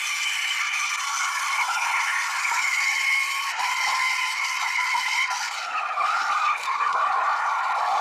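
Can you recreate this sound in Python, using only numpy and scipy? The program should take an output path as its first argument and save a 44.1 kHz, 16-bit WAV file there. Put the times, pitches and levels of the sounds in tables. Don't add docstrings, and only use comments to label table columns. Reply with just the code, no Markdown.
import sys
import numpy as np
from scipy import signal
from scipy.fft import rfft, irfft, next_fast_len
from scipy.io import wavfile
from scipy.ndimage import uniform_filter1d, minimum_filter1d

SR = 44100
rng = np.random.default_rng(int(sys.argv[2]) if len(sys.argv) > 2 else 0)


def persist_wave(psi):
    counts = np.round(np.clip(psi, -1, 1) * 32767).astype(np.int16)
    wavfile.write(sys.argv[1], SR, np.atleast_2d(counts).T)


N = 353152


def gain_of(db):
    return 10 ** (np.asarray(db) / 20)


def evened(x):
    return x / np.sqrt(np.mean(x ** 2) + 1e-20)


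def columns(rows, t):
    s, *values = np.transpose(rows)
    return [np.interp(t, s, v) for v in values]


def wander(span_s):
    size = max(int(span_s * SR), 1)
    smooth = uniform_filter1d(rng.standard_normal(N), size)
    return evened(uniform_filter1d(smooth, size))


def resonate(x, hz, width):
    turn = np.exp(2j * np.pi * np.cumsum(hz * np.ones(N)) / SR)
    r = np.exp(-np.pi * width / SR)
    smoothed = signal.lfilter([1], np.convolve([1, -r], [1, -r]), x / turn)
    return (turn * smoothed).real


def sustained(hz, width, hold):
    noise = evened(resonate(rng.standard_normal(N), hz, width))
    z = signal.hilbert(noise, next_fast_len(N))[:N]
    flattened = (z / (abs(z) + 0.084) ** np.clip(hold, 0, 1)).real
    return evened(resonate(flattened, hz, 6.5 * width))


STAGE_TIMES = [2.2, 2.7, 5.4, 5.7]


def staged(t, values):
    return np.interp(t, STAGE_TIMES, np.array(values)[[0, 1, 1, 2]])


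# (time fully in [s], time from there until gone [s], centre [Hz], width [Hz], change [dB])
PASSING_BANDS = [(0.061, .59, 2100, 72, 7.5), (1.951, 0.35, 1910, 200, 10), (0.25, 0.5, 2900, 170, 9),
                 (0.94, 0.63, 1710, 120, 7.5), (0.792, 0.71, 6570, 1560, 4), (0.25, 0.32, 7700, 600, 8),
                 (1.301, 0.97, 9400, 640, 3.5), (1.791, 0.12, 2420, 120, 9), (1.71, 0.29, 2770, 300, 4.5),
                 (1.7, 0.45, 3370, 360, -4), (2.901, 0.68, 1300, 300, -13), (2.4, 0.66, 7000, 1300, 5.5),
                 (3.051, 0.27, 8500, 750, 4.5), (2.551, 0.5, 5500, 330, 1.5),
                 (3.101, 0.435, 2370, 220, 5.5), (4.201, 0.58, 1560, 300, -6),
                 (6.281, 0.23, 1620, 280, -11), (5.3, 0.22, 5730, 590, 1.5), (6.011, 0.18, 3700, 430, 3),
                 (6.061, 0.25, 5400, 1300, 5.5), (5.331, 0.17, 5900, 3000, 3),
                 (6.051, 0.73, 2830, 360, 2.5), (6.551, 0.68, 450, 140, 14), (6.961, 0.16, 2450, 120, 11),
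                 (7.331, 0.26, 6000, 1000, 6), (7.3, .12, 4300, 1100, 5), (1.821, .06, 5500, 2200, 7)]
BAND_FADE_S = 0.034


def rush(spectrum, modes, patchy_db, tilt_db=0, tilt_hz=8000):
    frames, hz = N // 256 + 5, np.fft.rfftfreq(1024, 1 / SR)[:, None]
    a, b, patches = rng.standard_normal((frames, 513, 3)).T
    patches = uniform_filter1d(patches, 8, 0)
    patches = evened(uniform_filter1d(patches, 14, 1))
    f, db = np.transpose(spectrum)
    colour = np.interp(np.log(hz + 1), np.log(f), db, -90, -90)
    t = np.arange(frames) * 256 / SR
    for mode, width, *lifts in modes:
        lift = staged(t, np.resize(lifts, 3))
        colour = colour + lift / (1 + (2 * (hz - mode) / width) ** 2)
    for s, length, mode, width, lift_db in PASSING_BANDS:
        fade = np.clip(np.minimum(t - s + BAND_FADE_S, s + length - t) / BAND_FADE_S, 0, 1)
        colour = colour + fade * lift_db / (1 + (2 * (hz - mode) / width) ** 2)
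    tilt = np.interp(t, np.arange(np.size(tilt_db)) / SR, np.atleast_1d(tilt_db))
    tilt = tilt / (1 + (tilt_hz / (hz + 1)) ** 6)
    z = (a + 1j * b) * gain_of(colour + patchy_db * patches + tilt)
    return evened(signal.istft(z, nperseg=1024, noverlap=768)[1][:N])


# (time [s], collapse rate [Hz], first tone level [dB], second tone level [dB])
STEAM_BUBBLE = [(0, 1161, -39.5, -34.5), (.55, 1157, -42, -33), (.77, 1186, -39, -29.5),
                (.93, 1195, -35.5, -31), (1.05, 1124, -33, -40.5), (1.4, 1106, -33.5, -37),
                (1.62, 1094, -29, -28), (1.7, 1031, -44, -63), (1.96, 1086, -30.5, -29.5),
                (2.3, 1090, -34.5, -38.5), (2.58, 1104, -36.5, -29), (3.16, 1078, -35.5, -25),
                (3.49, 1107, -31.5, -43), (3.53, 1090, -53, -50), (3.56, 790, -44, -50),
                (3.597, 990, -28.5, -39), (3.8, 1043, -32, -27), (3.88, 1010, -34.5, -38),
                (3.93, 1031, -25, -33), (4.03, 1034, -32, -27), (4.34, 1016, -33.5, -33.5),
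                (4.39, 1093, -33, -33), (4.52, 1037, -35, -32.5), (4.6, 1073, -34, -38),
                (4.67, 1003, -31.5, -28), (4.77, 1061, -36, -27.5), (4.82, 1012, -30, -26),
                (4.97, 991.4, -34.5, -30.5), (5.15, 1024, -34, -25.5), (5.25, 1048, -37.5, -31),
                (5.3, 994, -32.5, -39), (5.375, 994, -32, -43), (5.4, 985, -46, -55),
                (5.5, 1070, -41.5, -46), (5.62, 1305, -46, -45), (5.75, 1307, -28.5, -35),
                (5.8, 1242, -29, -33.5), (5.97, 1175, -29, -42), (6.03, 1178, -26.5, -35.5),
                (6.16, 1306, -23, -43), (6.25, 1234, -24.5, -46), (6.4, 1220, -22.5, -36.5),
                (6.51, 1189, -19.5, -28.5), (6.6, 1149, -32.5, -34.5), (6.7, 1093, -24.5, -38),
                (6.85, 1160, -22.5, -37.5), (6.92, 1077, -24.5, -54), (6.97, 1111, -21.5, -45),
                (7.1, 1182, -21.5, -54), (7.21, 1030, -23.5, -46), (7.3, 1203, -26.5, -53),
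                (7.6, 1062, -28, -43), (8, 1151, -25.5, -49)]
RATE_WOBBLE = (.022, .018, .045)
RAGGED, RAGGED_CLEAR = (.78, .85, .92), .42
PULL_HZ, PULL = (2290, 2133, 2470), (0.23, 0.51, 0.46)
SHIFT, SHIFT_S = .017, .04


def screech(t):
    hz, first_db, second_db = columns(STEAM_BUBBLE, t)
    clear = clearness(t)
    ragged = (1 - clear) * staged(t, RAGGED) + clear * RAGGED_CLEAR
    wobble = staged(t, RATE_WOBBLE) * wander(0.003894) + .015 * wander(0.02991)
    hz = hz * (1 + ragged * wobble)
    phase = 2 * np.pi * np.cumsum(hz) / SR
    pulled_hz = 2 * hz + staged(t, PULL) * (staged(t, PULL_HZ) - 2 * hz)
    smear_hz = {1: hz, 2: pulled_hz * (1 + SHIFT * wander(SHIFT_S))}
    tones = []
    for k, width, hold in [(1, 120.0, 1.0), (2, 215.0, 0.41)]:
        noise_share = ragged ** (1 / k ** 2)
        pure = np.sqrt(2 * (1 - noise_share ** 2)) * np.sin(k * phase)
        tones.append(pure + noise_share * sustained(smear_hz[k], width, hold))
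    surge = gain_of(1.94 * ragged * wander(0.051))
    first = gain_of(first_db + 1.6 * ragged * wander(0.041))
    second = gain_of(second_db + 3.4 * ragged * wander(0.014))
    return surge * (first * tones[0] + second * tones[1] + high_whistle(t))


# (time [s], pitch [Hz], level [dB])
HIGH_WHISTLE = [(0, 3030, -46), (.3, 2970, -37), (.6, 3040, -41.5), (.8, 2990, -48), (1.5, 3040, -42.5),
                (2.0, 3030, -67), (2.95, 3045, -41.5), (3.45, 3060, -41), (3.55, 3026, -49),
                (3.7, 3050, -39.5), (4.0, 3060, -49.5), (4.3, 3051, -38), (4.4, 3077, -49),
                (4.52, 3031, -42), (4.65, 3049, -50), (5.0, 3055, -41), (5.2, 3078, -36), (5.3, 3080, -51),
                (5.53, 3050, -49), (5.7, 2985, -51), (6.4, 3600, -62), (6.47, 3600, -52), (6.66, 3600, -45),
                (6.7, 3570, -54), (6.9, 3570, -61), (8, 3615, -67)]
HIGH_WHISTLE_DRIFT = (.013, .013, .003)


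def high_whistle(t):
    hz, level_db = columns(HIGH_WHISTLE, t)
    hz = hz * (1 + staged(t, HIGH_WHISTLE_DRIFT) * wander(0.025))
    return gain_of(level_db + 2.7 * wander(0.039)) * sustained(hz, 160.0, hold=.3)


# (time [s], hiss level [dB], treble tilt [dB], cup roar level [dB])
STEAM_JET = [(0, -34, -10.5, -32.5), (.6, -34.5, -13, -32.5), (1.3, -34.5, -12.5, -36.5),
             (1.8, -36, -12, -31), (2.4, -34, -13, -31), (3.4, -35, -9.5, -33.5), (3.65, -32.5, -14.5, -32),
             (4.3, -33.5, -14, -34.5), (4.8, -34.5, -15, -34), (5.2, -32, -16.5, -36.5),
             (5.53, -34.5, -18.5, -37.5), (5.66, -38.5, -24, -42), (5.69, -41.5, -26, -41),
             (5.8, -46.5, -24, -37.5), (5.97, -47, -22, -41), (6.06, -41, -17, -36),
             (6.3, -39.5, -20.5, -37), (6.46, -37, -24.5, -34), (6.55, -48.5, -19.5, -34.5),
             (6.74, -43.5, -22, -34), (6.9, -45.5, -21, -37.5), (7.3, -47.5, -16.5, -36),
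             (8, -41, -18.5, -39)]
# (frequency [Hz], level per Hz [dB])
HISS_COLOUR = [(1940, 8.5), (3300, 1), (3640, -6), (4590, 2), (6150, -1), (7330, -1.5), (8350, -7.5),
               (9320, -8), (10400, -12.5), (13600, -16), (15600, -27.5)]
# (frequency [Hz], width [Hz], lift with tip shallow [dB], lift deep [dB], lift with valve closing [dB])
HISS_MODES = [(3510, 145, 14.5, 2, 3.5), (3550, 120, -7, -10, 9.5), (3940, 130, -3.5, -1.5, 8),
              (3870, 200, 0.5, 8.5, 6.5), (4450, 550, 5.5, 1, 4.5), (4605, 190, -9.5, -3.5, 11),
              (4676, 240, -5, 5.5, -15), (5510, 290, -1.5, 5, 5.5), (5605, 250, 6.5, 1.5, -7),
              (6053, 120, 11, 3, 1.5), (9200, 630, 3, 0.5, 2.5)]
TOP_FOLLOWS = 1.8


def jet(t):
    hiss_db, top_db, _ = columns(STEAM_JET, t)
    drop_db, spit_db = breaks(t)
    burst_db = 1.9 * wander(0.016)
    quick_db = (1.4 + 0.33 * np.maximum(spit_db, 0)) * wander(0.0015)
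    flutter_db = burst_db + 0.67 * wander(0.0049) + quick_db
    tilt_db = top_db - top_db[:SR * 5].mean()
    tilt_db = tilt_db + TOP_FOLLOWS * (spit_db + drop_db) - 1.07 * burst_db
    hiss = rush(HISS_COLOUR, HISS_MODES, patchy_db=2.5, tilt_db=tilt_db)
    return gain_of(hiss_db + spit_db + flutter_db) * hiss


# (time [s], gurgle centre [Hz], gurgle level [dB], ring level [dB])
MILK_CHURN = [(0, 900, -48, -49), (.55, 928, -45, -42), (1.2, 933, -37.5, -34), (2.0, 940, -34, -32),
              (2.8, 917.5, -41, -35), (2.9, 910, -38.5, -42.5), (3.3, 890, -45.5, -48.5),
              (3.6, 930, -34, -35), (4.3, 932, -37.5, -39), (5.2, 930.3, -42.5, -40),
              (5.5, 887, -38, -34.5), (5.68, 767, -36, -31.5), (5.9, 718.6, -33.5, -36),
              (6.1, 797, -32.5, -36), (6.45, 860.7, -31.5, -31.5), (6.55, 885.4, -35, -38),
              (6.92, 931, -31.5, -31.5), (7.0, 730, -29.5, -31.5), (7.3, 826, -27, -28.5),
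              (7.65, 863.5, -29.5, -30), (8, 770, -23, -34.5)]
RING_HZ, RING_DRIFT = 1390, (0.007, 0.01, 0.03)


def churn(t):
    hz, gurgle_db, ring_db = columns(MILK_CHURN, t)
    hz, clear = hz * (1 + 0.033 * wander(0.051)), clearness(t)
    rough = evened(resonate(rng.standard_normal(N), hz, 241.0))
    steady = sustained(hz, 111.0, hold=0.091)
    gurgle = np.sqrt(1 - clear) * rough + np.sqrt(clear) * steady
    ring_hz = RING_HZ * (1 + staged(t, RING_DRIFT) * wander(0.053))
    ring = sustained(ring_hz, 153.0, hold=0.19)
    sputter = gain_of(0.87 * wander(0.015))
    gulp, gulp_ring = gulps(t)
    milk = gain_of(gurgle_db) * gurgle + gulp + (gain_of(ring_db) + gulp_ring) * ring
    return sputter * milk + cup_roar(t)


# (frequency [Hz], level per Hz [dB])
ROAR_COLOUR = [(900, -55), (1500, 3), (1700, 6), (2300, -2), (2700, -4.5), (3050, -9.5), (3320, -22),
               (3600, -45), (5000, -71)]
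# (frequency [Hz], width [Hz], lift with tip shallow [dB], lift deep [dB], lift with valve closing [dB])
ROAR_MODES = [(1843, 390, 5.5, 7, 6.5), (1973, 87, -26, -4, 3), (2017, 78, 10, -11, -9),
              (2490, 210, 7, 12.5, 5), (3040, 190, 8.5, -1, 3)]
CLEAR_HUSH_DB = 4


def cup_roar(t):
    hush_db = CLEAR_HUSH_DB * clearness(t)
    roar_db = columns(STEAM_JET, t)[2] - hush_db + 2.4 * wander(0.032)
    return gain_of(roar_db) * rush(ROAR_COLOUR, ROAR_MODES, patchy_db=3.0, tilt_db=hush_db, tilt_hz=1870)


# (frequency [Hz], level [dB])
MACHINE_HUM = [(390, -77.5), (783, -56.5)]


def machine_hum():
    hum = np.zeros(N)
    for hz, db in MACHINE_HUM:
        level = np.sqrt(2) * gain_of(db + 2.6 * wander(0.086))
        phase = 2 * np.pi * hz * np.cumsum(1 + 0.00503 * wander(0.202)) / SR
        hum += level * np.sin(phase)
    return hum


# (tip shallow [dB], deep [dB], valve closing [dB])
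LOW_NOISE_LEVELS = (-65, -61.5, -59.5)
# (frequency [Hz], level per Hz [dB])
LOW_NOISE_COLOUR = [(35, -36), (60, -29), (189, -14.5), (393, -15), (463, -10), (600, -5), (780, -24),
                    (1320, -120)]


def low_noise(t):
    return gain_of(staged(t, LOW_NOISE_LEVELS)) * rush(LOW_NOISE_COLOUR, [], patchy_db=5.0)


# (start [s], length [s], pitch [Hz], tone level [dB], ring level [dB])
AIR_GULPS = [(0.602, 0.082, 925, -51, -31), (1.122, 0.065, 910, -58, -28.5), (1.193, 0.12, 1140, -38, -25),
             (1.425, 0.037, 1004, -23.5, -52), (1.58, 0.11, 950, -23, -45), (1.676, 0.12, 860, -32, -29),
             (1.801, 0.26, 922, -27.5, -47), (2.51, 0.11, 962, -24, -30.5), (3.51, 0.097, 715, -43, -43),
             (3.579, 0.16, 850, -28.5, -53), (3.86, 0.15, 869, -27, -51), (4.121, 0.03, 943, -24, -47),
             (4.593, .025, 1110, -38, -20), (4.615, 0.083, 904, -26, -33), (4.77, 0.17, 960, -35, -34.5),
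             (4.935, 0.087, 970, -22.5, -43), (5.064, 0.035, 936.5, -22.5, -44),
             (5.12, 0.091, 943, -27, -58), (5.3, 0.15, 875, -27, -33), (6.002, 0.15, 775, -30, -44),
             (6.122, 0.26, 795.6, -43, -28.5), (6.94, 0.1, 677.8, -29.5, -28),
             (7.686, 0.077, 900.4, -26, -40), (7.79, 0.17, 743, -25, -52)]
GULP_RISE_S, GULP_END_S, GULP_SAG_DB = 0.013, 0.021, 8
GULP_SCOOP, GULP_SCOOP_S = 0.09, 0.019


def gulps(t):
    gains, pitch = np.zeros((2, N)), np.full(N, float(AIR_GULPS[0][2]))
    for s, length, hz, *levels_db in AIR_GULPS:
        age = t - s
        fade = np.clip(np.minimum(age / GULP_RISE_S, (length - age) / GULP_END_S), 0, 1)
        shape = fade * gain_of(-GULP_SAG_DB * np.clip(age / length, 0, 1))
        gains += np.outer(gain_of(levels_db), shape)
        begun = age > 0
        pitch[begun] = hz * (1 - GULP_SCOOP * np.exp(-age[begun] / GULP_SCOOP_S))
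    tone = sustained(pitch * (1 + 0.017 * wander(0.017)), 124.0, hold=0.2)
    return gains[0] * tone, gains[1]


# (middle time [s], length [s], drop of all the steam [dB], further change of the hiss [dB])
STEAM_BREAKS = [(0.679, 0.11, 2, -0.5), (0.879, 0.026, 3, 0), (0.967, 0.013, 5.5, -0.5),
                (1.188, 0.011, 8.5, 8), (3.558, 0.07, 0.5, -6.5), (3.757, 0.02, 3.5, 1.5),
                (4.379, 0.075, 1.5, -1), (4.587, 0.013, 2.5, -2), (4.783, 0.033, -0.5, -3.5),
                (5.26, 0.058, 0.5, -4), (5.294, 0.018, -4, -13.5), (5.498, 0.022, 2, -2),
                (6.616, 0.1, 3, 8.5), (6.783, 0.034, 6.5, 5.5), (6.931, 0.02, 8, 7.5),
                (7.618, 0.016, -0.5, -4), (7.739, 0.012, 0.5, -7)]
BREAK_EDGE_S = .0025


def breaks(t):
    changes_db = np.zeros((2, N))
    for s, length, drop_db, hiss_db in STEAM_BREAKS:
        inside = (1 - np.tanh((abs(t - s) - length / 2) / BREAK_EDGE_S)) / 2
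        changes_db += np.outer([-drop_db, hiss_db], inside)
    return changes_db


def choke(t):
    return gain_of(breaks(t)[0])


# (start [s], end [s], clearness [0-1])
CLEAR_SPELLS = [(1.001, 1.198, 0.8), (1.948, 2.302, 0.49), (2.8, 3.524, 0.92), (3.578, 3.804, 0.59),
                (3.898, 4.362, 0.81), (4.399, 4.604, 0.59), (4.666, 5.2, 0.44), (5.26, 5.448, 0.98),
                (5.723, 6.56, 0.23), (6.655, 6.927, 0.3), (7.027, 7.227, 0.44)]
SETTLE_S = 0.052


def clearness(t):
    total = np.zeros_like(t)
    for start, end, share in CLEAR_SPELLS:
        total += share * np.clip(np.minimum(t - start, end - t) / SETTLE_S, 0, 1)
    return np.clip(total, 0, 1)


# (start [s], level before rise and decay [dB], centre [Hz])
MILK_THUMPS = [(3.579, -35, 550), (3.919, -26, 556), (5.997, -21.5, 500), (6.215, -20.5, 300),
               (6.3, -24, 280), (6.945, -16.5, 451.9), (7.782, -20, 527)]


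def thumps(t):
    envelope, pitch = np.zeros(N), np.full(N, float(MILK_THUMPS[0][2]))
    for s, db, hz in MILK_THUMPS:
        age = np.maximum(t - s, 0)
        envelope += gain_of(db - 1030 * age) * (1 - np.exp(-age / 0.0034))
        pitch[age > 0] = hz
    return envelope * sustained(pitch, 180.0, hold=0.69)


# (frequency [Hz], gain [dB])
MICROPHONE_COLOUR = [(350, -22.5), (440, -19), (510, -5), (570, -18), (640, -3), (3150, 0.5), (3300, -4),
                     (3500, 1.5)]
# (frequency [Hz], width [Hz], lift [dB])
STEEL_MODES = [(800, 90, 2), (1000, 90, 4), (1190, 90, 4), (1290, 80, -2), (1600, 150, -3), (2090, 70, 4),
               (2190, 70, 3), (2340, 80, 4), (2700, 200, -3), (3040, 160, 4)]


def scene():
    t, hz = np.arange(N) / SR, np.fft.rfftfreq(2 * N, 1 / SR)
    f, db = np.transpose(MICROPHONE_COLOUR)
    colour = np.interp(np.log(hz + 1), np.log(f), db)
    for mode, width, lift_db in STEEL_MODES:
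        colour = colour + lift_db / (1 + (2 * (hz - mode) / width) ** 2)
    steam = choke(t) * (screech(t) + jet(t) + churn(t)) + thumps(t)
    coloured = irfft(rfft(steam, 2 * N) * gain_of(colour))[:N]
    return (coloured + machine_hum() + low_noise(t))[None]


EDGE_HZ = 15680


def record(dry):
    top, knee = .2, 4.
    peaks = -minimum_filter1d(-abs(dry), size=35)
    peaks = uniform_filter1d(uniform_filter1d(peaks, size=17), size=17)
    limited = dry / (1 + (peaks / top) ** knee) ** (1 / knee)
    low_pass = signal.firwin(2047, EDGE_HZ, window=("kaiser", 9), fs=SR)
    return signal.oaconvolve(limited, low_pass[None], "same")


dry = scene()
out = record(dry)
persist_wave(out)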